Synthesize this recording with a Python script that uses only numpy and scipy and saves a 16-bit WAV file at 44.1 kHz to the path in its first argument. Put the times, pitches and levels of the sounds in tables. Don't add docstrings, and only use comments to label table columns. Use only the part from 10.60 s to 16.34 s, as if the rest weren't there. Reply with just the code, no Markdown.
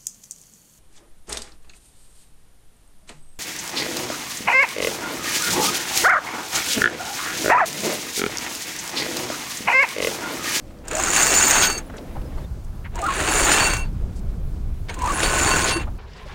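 import sys
import numpy as np
from scipy import signal
from scipy.fft import rfft, irfft, next_fast_len
from scipy.io import wavfile
from scipy.ndimage import uniform_filter1d

SR = 44100
rng = np.random.default_rng(int(sys.argv[2]) if len(sys.argv) > 2 else 0)


def volts(x):
    e = np.asarray(x, float) / 20
    return 10 ** e


def materialize(psi):
    bounded = np.clip(np.atleast_2d(psi).T, -1, 1)
    quanta = np.round(bounded * 32767).astype(np.int16)
    wavfile.write(sys.argv[1], SR, quanta)


N = 253134
TIME = np.arange(N) / SR
HAUL = np.digitize(TIME, [1.85, 3.8])

# (time [s], roar of the rope [dB], jolting of the drum [dB])
HAULS = [
    [(.24, -52, -82), (.278, -42.5, -52), (.318, -30.5, -43), (.57, -21, -19), (1.006, -18, -22),
     (1.038, -22, -21), (1.194, -38, -35.5), (1.23, -54, -58)],
    [(2.32, -58, -81), (2.352, -40, -51), (2.552, -26, -34.5), (2.698, -21, -25.5), (3.002, -16.5, -25),
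     (3.144, -26.5, -27), (3.23, -44, -40), (3.3, -56.5, -66)],
    [(4.27, -74.5, -67), (4.296, -33.5, -57), (4.358, -45, -48.5), (4.416, -35, -44.5), (4.618, -24, -27.5),
     (4.978, -21, -26.5), (5.124, -28, -30.5), (5.23, -35.5, -44), (5.34, -88, -78)],
]
# (time [s], speed [teeth per s])
SPEED = [
    [(0.2828, 31.3), (0.39, 71.6), (0.5, 94.4), (0.68, 138.7), (0.9, 143.9), (1.06, 114.5)],
    [(2.356, 28.8), (2.47, 45.8), (2.6, 83.6), (2.83, 153.2), (2.95, 148.2), (3.09, 124.1)],
    [(4.3899, 28.8), (4.47, 62.7), (4.56, 76.3), (4.8, 143.5), (5.0, 123.0), (5.1, 112.6)],
]
# (time [s], click level [dB], pawl ring level [dB])
FIRST_TEETH = [(0.2813, -23.5, -30), (0.3113, -24, -23), (0.3315, -25, -30), (0.3508, -19, -17),
               (0.3674, -21, -23), (0.382, -20, -33), (0.397, -16.5, -28), (0.41, -25, -23),
               (0.4234, -19, -29), (0.4358, -20, -13), (0.4474, -20, -32), (0.46, -25, -18),
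               (0.4713, -21, -29), (0.4827, -21, -27), (2.356, -30.5, -39), (2.39, -32, -42),
               (2.4162, -27, -39), (2.44, -29, -40), (2.4647, -27, -37), (2.486, -34, -48),
               (2.5042, -30, -38), (2.522, -32, -40), (2.537, -24, -41), (2.549, -32, -42),
               (2.5645, -27, -37), (2.579, -28, -29), (2.591, -30, -36), (2.6024, -26, -26),
               (2.6113, -27, -33), (2.6244, -28, -32), (4.3899, -31, -43), (4.4189, -27, -40),
               (4.441, -30, -43), (4.4588, -25, -38), (4.474, -27, -38), (4.491, -30, -33),
               (4.5052, -27, -36), (4.52, -26, -27), (4.5334, -26, -37), (4.546, -33, -35),
               (4.5584, -33, -39), (4.573, -28, -32), (4.5847, -34, -29), (4.593, -28, -22),
               (4.603, -24, -23)]
# (time [s], click level [dB], pawl ring level [dB])
STRAY_TEETH = [(0.253, -35, -48), (1.07, -19, -12), (1.1, -12.5, -22), (1.1264, -15, -34),
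               (1.1797, -15, -46), (3.099, -17, -58), (3.135, -13, -20), (3.167, -17, -28),
               (3.1944, -27.5, -40), (4.2941, -28.5, -50), (4.3408, -21.5, -38), (5.109, -15, -37),
               (5.167, -20, -46), (5.2174, -34, -49)]
# (time [s], pawl ring level [dB])
HARD_LANDINGS = [(0.5021, -10.5), (0.531, -16), (0.551, -14), (0.5628, -21), (0.625, -8), (.6675, -16),
                 (0.75, -7), (.762, -8), (0.7713, -3), (0.783, -4), (0.8, -10), (0.8244, -5), (0.838, -15),
                 (0.866, -6), (0.879, -10), (0.91, -3.5), (.963, -10), (1.021, -14), (2.7976, -16),
                 (2.8335, -25), (2.847, -9), (2.9163, -12), (2.942, -15), (3.03, -20), (4.6307, -18),
                 (4.7853, -16), (4.829, -8.5), (4.8904, -14), (4.9635, -13), (5.0503, -24)]
# (frequency [Hz], level [dB per Hz])
CLICK_COLOUR = [(2500, -20.5), (4500, -8), (6000, -2.5), (7500, 1.5), (9300, -4.5), (10500, -12.5),
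                (12200, -16.5), (14000, -10.5), (15800, -12)]
CLICK_TOP_DB = [-6.5, -3.7, -4.5]
RATTLE_DB = [-6, -5.5, -5.5]
# (frequency [Hz], level [dB], time to fall 60 dB [s])
PAWL_MODES = [(7040, -4.5, 0.081), (14800, -22.5, 0.018), (8100, -19.5, 0.0197)]
DRUM_HZ = [334, 1060, 1490, 2280, 2716, 4498, 6475, 8585, 8764, 10690, 10940, 13535, 14780]
# (time to fall 60 dB [s], level in haul 1 [dB], haul 2 [dB], haul 3 [dB])
DRUM_MODES = [(0.11, -20, -26, -3), (0.12, -29, -3, 3.5), (0.088, -9, -7.5, 4.5), (0.04, -4, 2, 0),
              (0.16, -6.5, -4.5, -7), (0.17, -6, -7, -5.5), (0.085, 4, -1, 0), (0.15, -5.5, -3, -3),
              (0.15, -19, -4, -5), (0.12, -24, -18, -4), (0.23, -27.5, -11.5, -16.5),
              (0.11, -16, -30.5, -29.5), (.035, -7, -13, -10)]
# (time [s], length [s], start level [dB])
FREE_RINGS = [
    [(5.159, 0.036, -21)],
    [(4.884, 0.049, -18)],
    [(1.027, 0.057, -21.5), (3.063, 0.16, -28)],
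    [],
    [(1.01, 0.084, -24.5), (1.092, 0.08, -31.5), (2.931, 0.048, -23), (2.999, 0.03, -20),
     (3.049, 0.048, -18.5), (3.115, 0.14, -25.5), (4.91, 0.043, -23.0), (5.109, 0.12, -25.5)],
    [(0.574, 0.026, -20.5), (0.605, 0.052, -34), (0.74, 0.035, -27), (0.832, 0.042, -23.5),
     (0.883, 0.037, -35), (0.921, 0.051, -26), (0.976, 0.03, -24.4), (1.033, 0.058, -27),
     (1.079, 0.026, -24.5), (1.103, 0.092, -27.5), (3.003, 0.074, -20), (3.098, 0.045, -26.5),
     (3.167, 0.12, -44), (4.632, 0.049, -23.5), (4.862, 0.071, -24.5), (4.904, 0.076, -29),
     (4.978, 0.027, -31.8), (5.091, 0.11, -28.5)],
    [(0.388, 0.07, -26.5), (0.458, 0.043, -26.5), (0.585, 0.055, -18), (0.907, 0.032, -18),
     (0.933, 0.035, -16.5), (0.967, 0.036, -16.5), (1.022, 0.051, -18.5), (1.096, 0.078, -28),
     (1.175, 0.023, -23.5), (3.128, 0.044, -31), (3.171, 0.063, -38), (4.292, 0.038, -45),
     (5.031, 0.054, -28), (5.104, 0.021, -26), (5.132, 0.057, -41)],
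    [(0.562, 0.04, -26.8), (0.842, 0.029, -24.0), (1.004, 0.038, -24.2), (1.04, 0.072, -26.5),
     (2.951, 0.04, -28.1), (3.109, 0.066, -31), (3.169, 0.075, -45), (4.297, 0.048, -53),
     (4.632, 0.046, -28), (5.054, 0.062, -33), (5.113, 0.029, -30), (5.144, 0.084, -43)],
]
# (time [s], length [s], start level [dB])
HIGH_RINGS = [
    [(0.555, 0.052, -27.8), (1.041, 0.088, -32), (2.907, 0.048, -18.5), (3.013, 0.042, -25.5),
     (3.046, 0.07, -30), (3.115, 0.097, -36.9), (4.292, 0.03, -44), (4.629, 0.041, -25),
     (4.897, 0.042, -30), (5.092, 0.099, -31)],
    [(0.529, 0.097, -30), (2.516, 0.039, -45), (2.552, 0.026, -32), (2.598, 0.038, -35),
     (2.704, 0.061, -27), (2.772, 0.04, -27), (2.803, 0.038, -31), (2.835, 0.035, -36), (3.147, 0.055, -42),
     (3.196, 0.042, -49.7), (4.537, 0.035, -28), (4.563, 0.038, -28.5), (4.607, 0.062, -30),
     (4.688, 0.039, -40), (4.741, 0.031, -36.2), (4.773, 0.05, -30), (4.888, 0.032, -31),
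     (4.911, 0.043, -36.4), (5.002, 0.056, -38.1), (5.056, 0.052, -32), (5.115, 0.083, -32.5)],
    [(1.095, 0.081, -46), (2.925, 0.063, -36.6), (3.03, 0.051, -42), (3.109, 0.127, -47),
     (4.628, 0.032, -32), (4.65, 0.062, -37)],
    [(0.563, 0.042, -33), (0.599, 0.064, -37), (0.841, 0.038, -30), (1.023, 0.058, -26),
     (1.082, 0.056, -38.8), (1.131, 0.048, -46.1), (2.702, 0.048, -44), (2.748, 0.081, -41.3),
     (2.914, 0.047, -32.0), (3.004, 0.057, -42.5), (3.067, 0.037, -41.0), (3.098, 0.072, -43.1),
     (3.168, 0.039, -51.8), (4.628, 0.069, -41.4)],
    [(0.583, 0.028, -29), (0.619, 0.051, -31), (0.663, 0.041, -28), (0.741, 0.035, -25),
     (0.877, 0.052, -23), (0.939, 0.04, -28), (0.973, 0.033, -32.0), (2.792, 0.033, -34),
     (2.876, 0.027, -35), (3.078, 0.052, -44), (4.747, 0.027, -39.9)],
]
# (start [s], end [s])
DRUM_FREE = [
    (.2, 1.22),
    (2.3, 3.27),
    (4.25, 5.25),
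]
# (time [s], length [s], first pitch [Hz], last pitch [Hz], level [dB])
SQUEALS = [(0.317, 0.02, 400, 500, -28), (0.331, 0.033, 614, 642, -24), (0.361, 0.044, 630, 652, -27.5),
           (0.369, 0.052, 736, 784, -30), (0.388, 0.017, 1190, 1170, -23), (.389, 0.016, 990, 1010, -27),
           (0.431, 0.015, 1310, 1330, -22), (0.468, 0.028, 1314, 1325, -27), (0.471, .028, 1520, 1450, -31),
           (2.346, 0.057, 933, 966, -35), (2.383, 0.05, 720, 665, -28.5), (2.418, 0.046, 783, 808, -28),
           (2.422, 0.047, 1135, 1373, -23.5), (2.457, 0.039, 1388, 1257, -22),
           (2.476, 0.045, 1096, 1075, -21), (2.52, 0.012, 1030, 1040, -24), (4.364, 0.072, 1043, 983, -35),
           (4.408, 0.072, 992, 978, -22.5), (4.473, 0.021, 1180, 1190, -18.5),
           (4.491, 0.033, 1150, 1120, -19.5)]
# (frequency [Hz], level [dB per Hz])
ROAR_COLOUR = [(350, -34.5), (600, -4.5), (1690, 0.5), (2040, -4), (2750, -4), (3170, -9.5), (4270, -11.5),
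               (4590, -18), (5470, -34), (7000, -12.5), (9100, -65.5), (15400, -120)]
# (frequency [Hz], level [dB per Hz])
LOW_ROAR_COLOUR = [(88, -23), (150, -4.5), (215, -7), (317, 1), (462, -2.5), (502, -4.5), (900, -5.5),
                   (1170, -17.5), (1980, -120)]
LOW_ROAR_DB = [-27.5, -27, -24.5]
# (time [s], level [dB], centre [Hz], width [octaves], length [s])
SLAPS = [(1.01, -23, 2570, 2, 0.067), (1.177, -37.5, 1400, 0.91, 0.017), (1.295, -43, 900, 1.6, 0.018),
         (1.337, -44.5, 1500, 0.5, 0.015), (1.356, -46, 1500, 0.51, 0.017), (1.334, -42, 448, 0.58, 0.034),
         (1.409, -41, 330, 0.53, 0.028), (1.366, -52, 7000, 0.76, 0.014), (1.378, -47.5, 3000, 1.4, 0.015),
         (1.508, -50, 1002, 1.4, 0.013), (1.55, -40, 680, 1.3, 0.042), (1.776, -42.5, 885, 1.2, 0.019),
         (1.612, -56, 2500, 1.1, 0.014), (0.105, -53, 1500, 0.67, 0.011), (.186, -58, 4500, 1.1, .006),
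         (2.044, -56, 7000, 0.68, .01), (2.24, -44.5, 1850, 0.73, 0.042), (2.252, -44, 1044, .3, 0.023),
         (2.907, -25, 2980, 2.4, 0.049), (3.551, -57.5, 6150, 1.2, 0.055), (3.59, -57, 6500, 1.6, .01),
         (4.283, -43, 2490, 1.3, 0.016), (4.292, -38.5, 2170, 1.8, 0.019), (4.62, -29, 2940, 1.3, 0.04),
         (5.266, -41.5, 800, 0.85, 0.036), (1.383, -42.5, 494, 0.92, 0.028), (1.451, -56, 600, 0.74, 0.065),
         (5.013, -31, 3000, 1.4, 0.018), (5.053, -28.5, 2880, 1.5, 0.1), (5.196, -48, 2490, 2.2, 0.019),
         (5.533, -51, 4800, 0.29, 0.0065), (0.909, -15, 6550, 0.47, 0.003)]
# (time [s], length [s], pitch [Hz], level [dB])
PINGS = [(4.29, .022, 2210, -30.5), (2.248, 0.022, 1400, -52), (1.26, .025, 9950, -51),
         (1.657, 0.031, 5100, -55), (1.785, .015, 4400, -50), (1.84, 0.024, 3600, -48.5),
         (5.393, 0.024, 1000, -47), (5.612, 0.048, 1040, -44.5), (5.66, 0.015, 580, -33),
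         (5.716, .022, 2300, -47)]
# (time [s], thump level [dB])
GUSTS = [
    [(0.0, -38.5), (.24, -41.5), (.312, -34.5), (1.036, -33), (1.422, -41.5), (1.545, -33)],
    [(1.54, -24.5), (1.74, -33), (1.78, -27.5), (2.4, -30.5), (3.01, -26), (3.09, -24), (3.84, -24.5),
     (4.36, -28), (4.42, -25), (5.38, -26.5)],
    [(5.385, -39), (5.74, -37)],
]
# (frequency [Hz], level [dB per Hz])
WIND_COLOUR = [(11, -45.5), (18, -1), (35, -4), (72, -6.5), (196, -20.5), (284, -28.5), (363, -30.5),
               (516, -37.5), (649, -40), (1200, -75.5), (1560, -82), (2640, -120)]
# (time [s], peak level [dB])
THUMPS = [(1.55, -22), (1.77, -17.5), (2.75, -19), (2.83, -12.5), (3.099, -16), (3.441, -17),
          (3.691, -13.5), (3.83, -11.5), (4.13, -12.5), (4.44, -16), (5.261, -18), (5.349, -21)]
# (start [s], end [s], level [dB])
VIEWS = [
    (0, 1.85, -39),
    (1.85, 5.385, -52.5),
]
# (frequency [Hz], level [dB per Hz])
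AIR_COLOURS = [
    [(26, -36), (45, 0.5), (92, -11), (166, -3), (314, -2.5), (421, -14.5), (488, -6), (706, -12.5),
     (1100, -18.5), (3320, -30.5), (16000, -39.5)],
    [(410, -15.5), (700, 0.5), (1480, -6.5), (1970, -12.5), (2080, -10.5), (2770, -14), (3410, -15),
     (16000, -24)],
]
# (time [s], water level [dB], spray level against the water [dB])
WASH = [
    (5.385, -38, -34),
    (5.413, -47.5, -17.5),
    (5.74, -41.5, -9.5),
]
# (frequency [Hz], level [dB per Hz])
WASH_COLOUR = [(88, -43.5), (150, -1), (328, -22), (376, -0.5), (555, -10), (675, -11), (979, -6),
               (1260, -13), (1690, -12), (5050, -21.5), (16000, -51.5)]


def teeth():
    times, speeds = [], []
    for s, rate in map(np.transpose, SPEED):
        t = np.arange(s[0], s[-1], .002)
        speed = np.interp(t, s, rate)
        turn = np.r_[0, np.cumsum(speed[1:] + speed[:-1]) * .001]
        times.append(np.interp(np.arange(int(turn[-1]) + 1), turn, t))
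        speeds.append(np.interp(times[-1], t, speed))
    times = np.concatenate(times)
    return times + rng.normal(0, .0005, len(times)), np.concatenate(speeds)


def tooth_train(fast):
    spin = np.zeros(N)
    spin[(fast * SR).astype(int)] = volts(rng.normal(0, 1.7, len(fast)))
    spin[[int(s * SR) for s, _ in HARD_LANDINGS]] = volts(-5.5)
    return spin


def tooth_clicks(spin, singles, rattle_db):
    slow = np.zeros(N)
    slow[(singles[:, 0] * SR).astype(int)] = volts(singles[:, 1])
    bright = coloured(rng.standard_normal(N), CLICK_COLOUR)
    top = signal.sosfiltfilt(signal.butter(3, 10500, "high", fs=SR, output="sos"), bright)
    bright = bright + top * (volts(np.array(CLICK_TOP_DB)[HAUL]) - 1)
    merged = rms_one(fading(spin, 0.034) + 0.59 * fading(spin, 0.003)) * volts(-5) + volts(-5)
    touch = np.roll(fading(slow, .03), -350)
    single = fading(slow, .05) + .5 * fading(slow, .006) + .2 * touch
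    single = uniform_filter1d(single, size=30, origin=14)
    return bright * (volts(-14.5) * single + volts(rattle_db + 0.5) * merged)


def pawl_rings(fast, singles, rattle_db):
    out = np.zeros(N)
    strength_db = rng.normal(0, 6.98, len(fast))
    rings = [(s, .008, db + 2) for s, _, db in singles]
    rings += [(s, .013, db) for s, db in HARD_LANDINGS]
    rings += [(s, .009, rattle_db[int(s * SR)] + 8 + k) for s, k in zip(fast, strength_db)]
    for hz, mode_db, t60 in PAWL_MODES:
        for (s, length, db), luck in zip(rings, rng.standard_normal((len(rings), 2))):
            pitch = hz * (1 + 0.005 * luck[0])
            spread_db = (hz != PAWL_MODES[0][0]) * 4 * luck[1]
            add_tone(out, s, length, pitch, pitch, db + mode_db + spread_db, 60 * length / t60, .001, .003)
    return out


def drum(jolt_db):
    out, free = np.zeros(N), np.zeros(N)
    for hz, (t60, *level_db), blows in zip(DRUM_HZ, DRUM_MODES, FREE_RINGS + HIGH_RINGS):
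        hit = rng.random(N) < 400 / SR
        jolts = hit * volts(2.6 * np.minimum(rng.exponential(1, N), 3)) * rng.choice([-1, 1], N)
        taken = np.zeros(N)
        for s, length, db in blows:
            taken[int(s * SR):int((s + length) * SR)] = 1
            add_tone(free, s, length, hz, hz, db + .4, 75 * length, .004, .014)
        mode_db = jolt_db + np.array(level_db)[HAUL] - 13
        mode_db = mode_db + 0.39 * np.minimum(jolt_db + 36, 0)
        out += ring(jolts * volts(mode_db), hz, t60) * (1 - .8 * uniform_filter1d(taken, size=400))
    out *= sum(np.clip((end - TIME) / .05, 0, 1) * (TIME > start) for start, end in DRUM_FREE)
    ringing = out + free * (1 + .2 * drift(35))
    return np.interp(TIME + 1.6e-5 * drift(30), TIME, ringing)


def sheave():
    out = np.zeros(N)
    for s, length, first_hz, last_hz, db in SQUEALS:
        add_tone(out, s, length, first_hz, last_hz, db + 1.5, 0, .01, .008)
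    wavering = np.interp(TIME + .00013 * drift(70), TIME, out)
    return wavering * (1 + .27 * drift(110))


def rope(spin):
    roar_db = in_time(HAULS, 1)
    usual_jerk = uniform_filter1d(1. * (spin > 0), 2000) * 500
    jerk = 1 + .65 * (fading(spin, .03) + .4 * fading(spin, .006) - .4 * usual_jerk)
    low_db = np.array(LOW_ROAR_DB)[HAUL] + 0.67 * (roar_db + 19.5)
    low = volts(low_db) * patchy(LOW_ROAR_COLOUR, 2.54, 20)
    return volts(roar_db - 1.5 + 1.7 * drift(30)) * jerk * patchy(ROAR_COLOUR, 0.43, 16) + low


def rigging():
    out = np.zeros(N)
    for s, db, hz, octaves, length in SLAPS:
        half = 2 ** (octaves / 2)
        band = np.minimum([hz / half, hz * half], [9000, 12000])
        t = np.arange(4096) / SR / length
        band_filter = signal.butter(2, band, "band", fs=SR, output="sos")
        burst = rms_one(signal.sosfilt(band_filter, rng.standard_normal(len(t))))
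        out[int(s * SR):][:len(t)] += volts(db + 8.5) * burst * np.minimum(2.84 * t, 1) * np.exp(-2 * t ** 2)
    for s, length, hz, db in PINGS:
        add_tone(out, s, length, hz, hz, db, 6, .004, .006)
    return out


def wind():
    gusts = uniform_filter1d(volts(in_time(GUSTS, 1) - 0.5), size=600)
    out = gusts * patchy(WIND_COLOUR, 1.7, 7.6)
    for s, db in THUMPS:
        add_tone(out, s - .017, .04, 45, 30, db - 2, 0, .015, .02)
    return out


def air_and_sea():
    out = np.zeros(N)
    for (start, end, db), colour in zip(VIEWS, AIR_COLOURS):
        out += volts(db) * (TIME >= start) * (TIME < end) * patchy(colour, 1.1, 8)
    return out * volts(-5 * (TIME < 0.73))


def water():
    noise = patchy(WASH_COLOUR, 2.6, 24)
    top = signal.sosfiltfilt(signal.butter(2, 5000, "high", fs=SR, output="sos"), noise)
    spray = rms_one(top) * volts(in_time([WASH], 2) - 4.5)
    return uniform_filter1d(volts(in_time([WASH], 1)), size=300) * (noise - top + spray)


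def rms_one(x):
    return x / np.sqrt(np.mean(x ** 2) + 1e-20)


def in_time(tables, column):
    out = np.full(N, -120.)
    for rows in tables:
        s, value = np.array(rows)[:, 0], np.array(rows)[:, column]
        inside = (TIME >= s[0]) & (TIME <= s[-1])
        out[inside] = np.interp(TIME[inside], s, value)
    return out


def drift(rate):
    knots_per_s = 400
    knots = rng.standard_normal(int(N / SR * knots_per_s) + 2)
    r = np.exp(-2 * np.pi * rate / knots_per_s)
    led_in = np.r_[knots[::-1], knots]
    slow = signal.lfilter([1], [1, -2 * r, r * r], led_in)[len(knots):]
    return np.interp(TIME * knots_per_s, np.arange(len(slow)), rms_one(slow))


def coloured(x, colour):
    size = next_fast_len(N + 4096)
    hz, db = np.transpose(colour)
    low, high = np.log(hz[0]), np.log(hz[-1])
    grid = np.log(np.maximum(np.fft.rfftfreq(4096, 1 / SR), 1))
    shape_db = np.interp(grid, np.log(hz), db)
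    shape_db = shape_db - 18 * np.maximum(low - grid, 0) - 18 * np.maximum(grid - high, 0)
    cepstrum = irfft(np.log(volts(shape_db)))
    cepstrum[1:2048] *= 2
    cepstrum[2049:] = 0
    response = irfft(np.exp(rfft(cepstrum)))
    return rms_one(irfft(rfft(x, size) * rfft(response, size), size)[:N])


def patchy(colour, flicker_db, rate):
    base = coloured(rng.standard_normal(N), colour)
    edges = 12 * 2 ** np.arange(0, 11, 1.2)
    size = next_fast_len(N)
    bins, hz = rfft(base, size), np.fft.rfftfreq(size, 1 / SR)
    out = np.zeros(N)
    for low, high in zip(edges, edges[1:]):
        band = irfft(bins * (hz >= low) * (hz < high), size)[:N]
        out += band * volts(flicker_db * drift(rate))
    return rms_one(out)


def ring(hits, hz, t60):
    r, w = volts(-60 / (t60 * SR)), 2 * np.pi * hz / SR
    return signal.lfilter([0, np.sin(w)], [1, -2 * r * np.cos(w), r * r], hits + 1e-18)


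def fading(hits, t60):
    return signal.lfilter([1], [1, -volts(-60 / (t60 * SR))], hits)


def add_tone(out, s, length, first_hz, last_hz, db, fall_db, rise, cut):
    t = np.arange(min(int(length * SR), N - int(s * SR))) / SR
    turns = first_hz * t + (last_hz - first_hz) * t ** 2 / (2 * length)
    phase = 2 * np.pi * (turns + rng.random())
    edge = np.clip(t / rise, 0, 1) * np.clip((length - t) / cut, 0, 1)
    out[int(s * SR):][:len(t)] += volts(db - fall_db * t / length) * edge * np.sin(phase)


def scene():
    times, speeds = teeth()
    fast = times[speeds >= 92]
    singles = np.r_[np.array(FIRST_TEETH) + [0, 8.5, 2.5], STRAY_TEETH]
    jolt_db = in_time(HAULS, 2)
    rattle_db = jolt_db + np.array(RATTLE_DB)[HAUL] + 0.48 * np.minimum(jolt_db + 27, 0)
    spin = tooth_train(fast)
    winch = tooth_clicks(spin, singles, rattle_db) + pawl_rings(fast, singles, rattle_db) + drum(jolt_db)
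    spin[(singles[:, 0] * SR).astype(int)] = 1.13
    mix = winch + sheave() + rope(spin) + rigging() + wind() + air_and_sea() + water()
    return mix[None]


def band_limit(x):
    return signal.sosfilt(signal.butter(12, 16680, fs=SR, output="sos"), x)


def record(dry):
    hiss = volts(-71) * rng.standard_normal(dry.shape)
    rounded = 1.1 * np.tanh(dry / 1.1)
    top_cut = signal.ellip(12, .5, 55, 15950, fs=SR, output="sos")
    return band_limit(signal.sosfilt(top_cut, rounded + hiss))


dry = scene()
out = record(dry)
materialize(out)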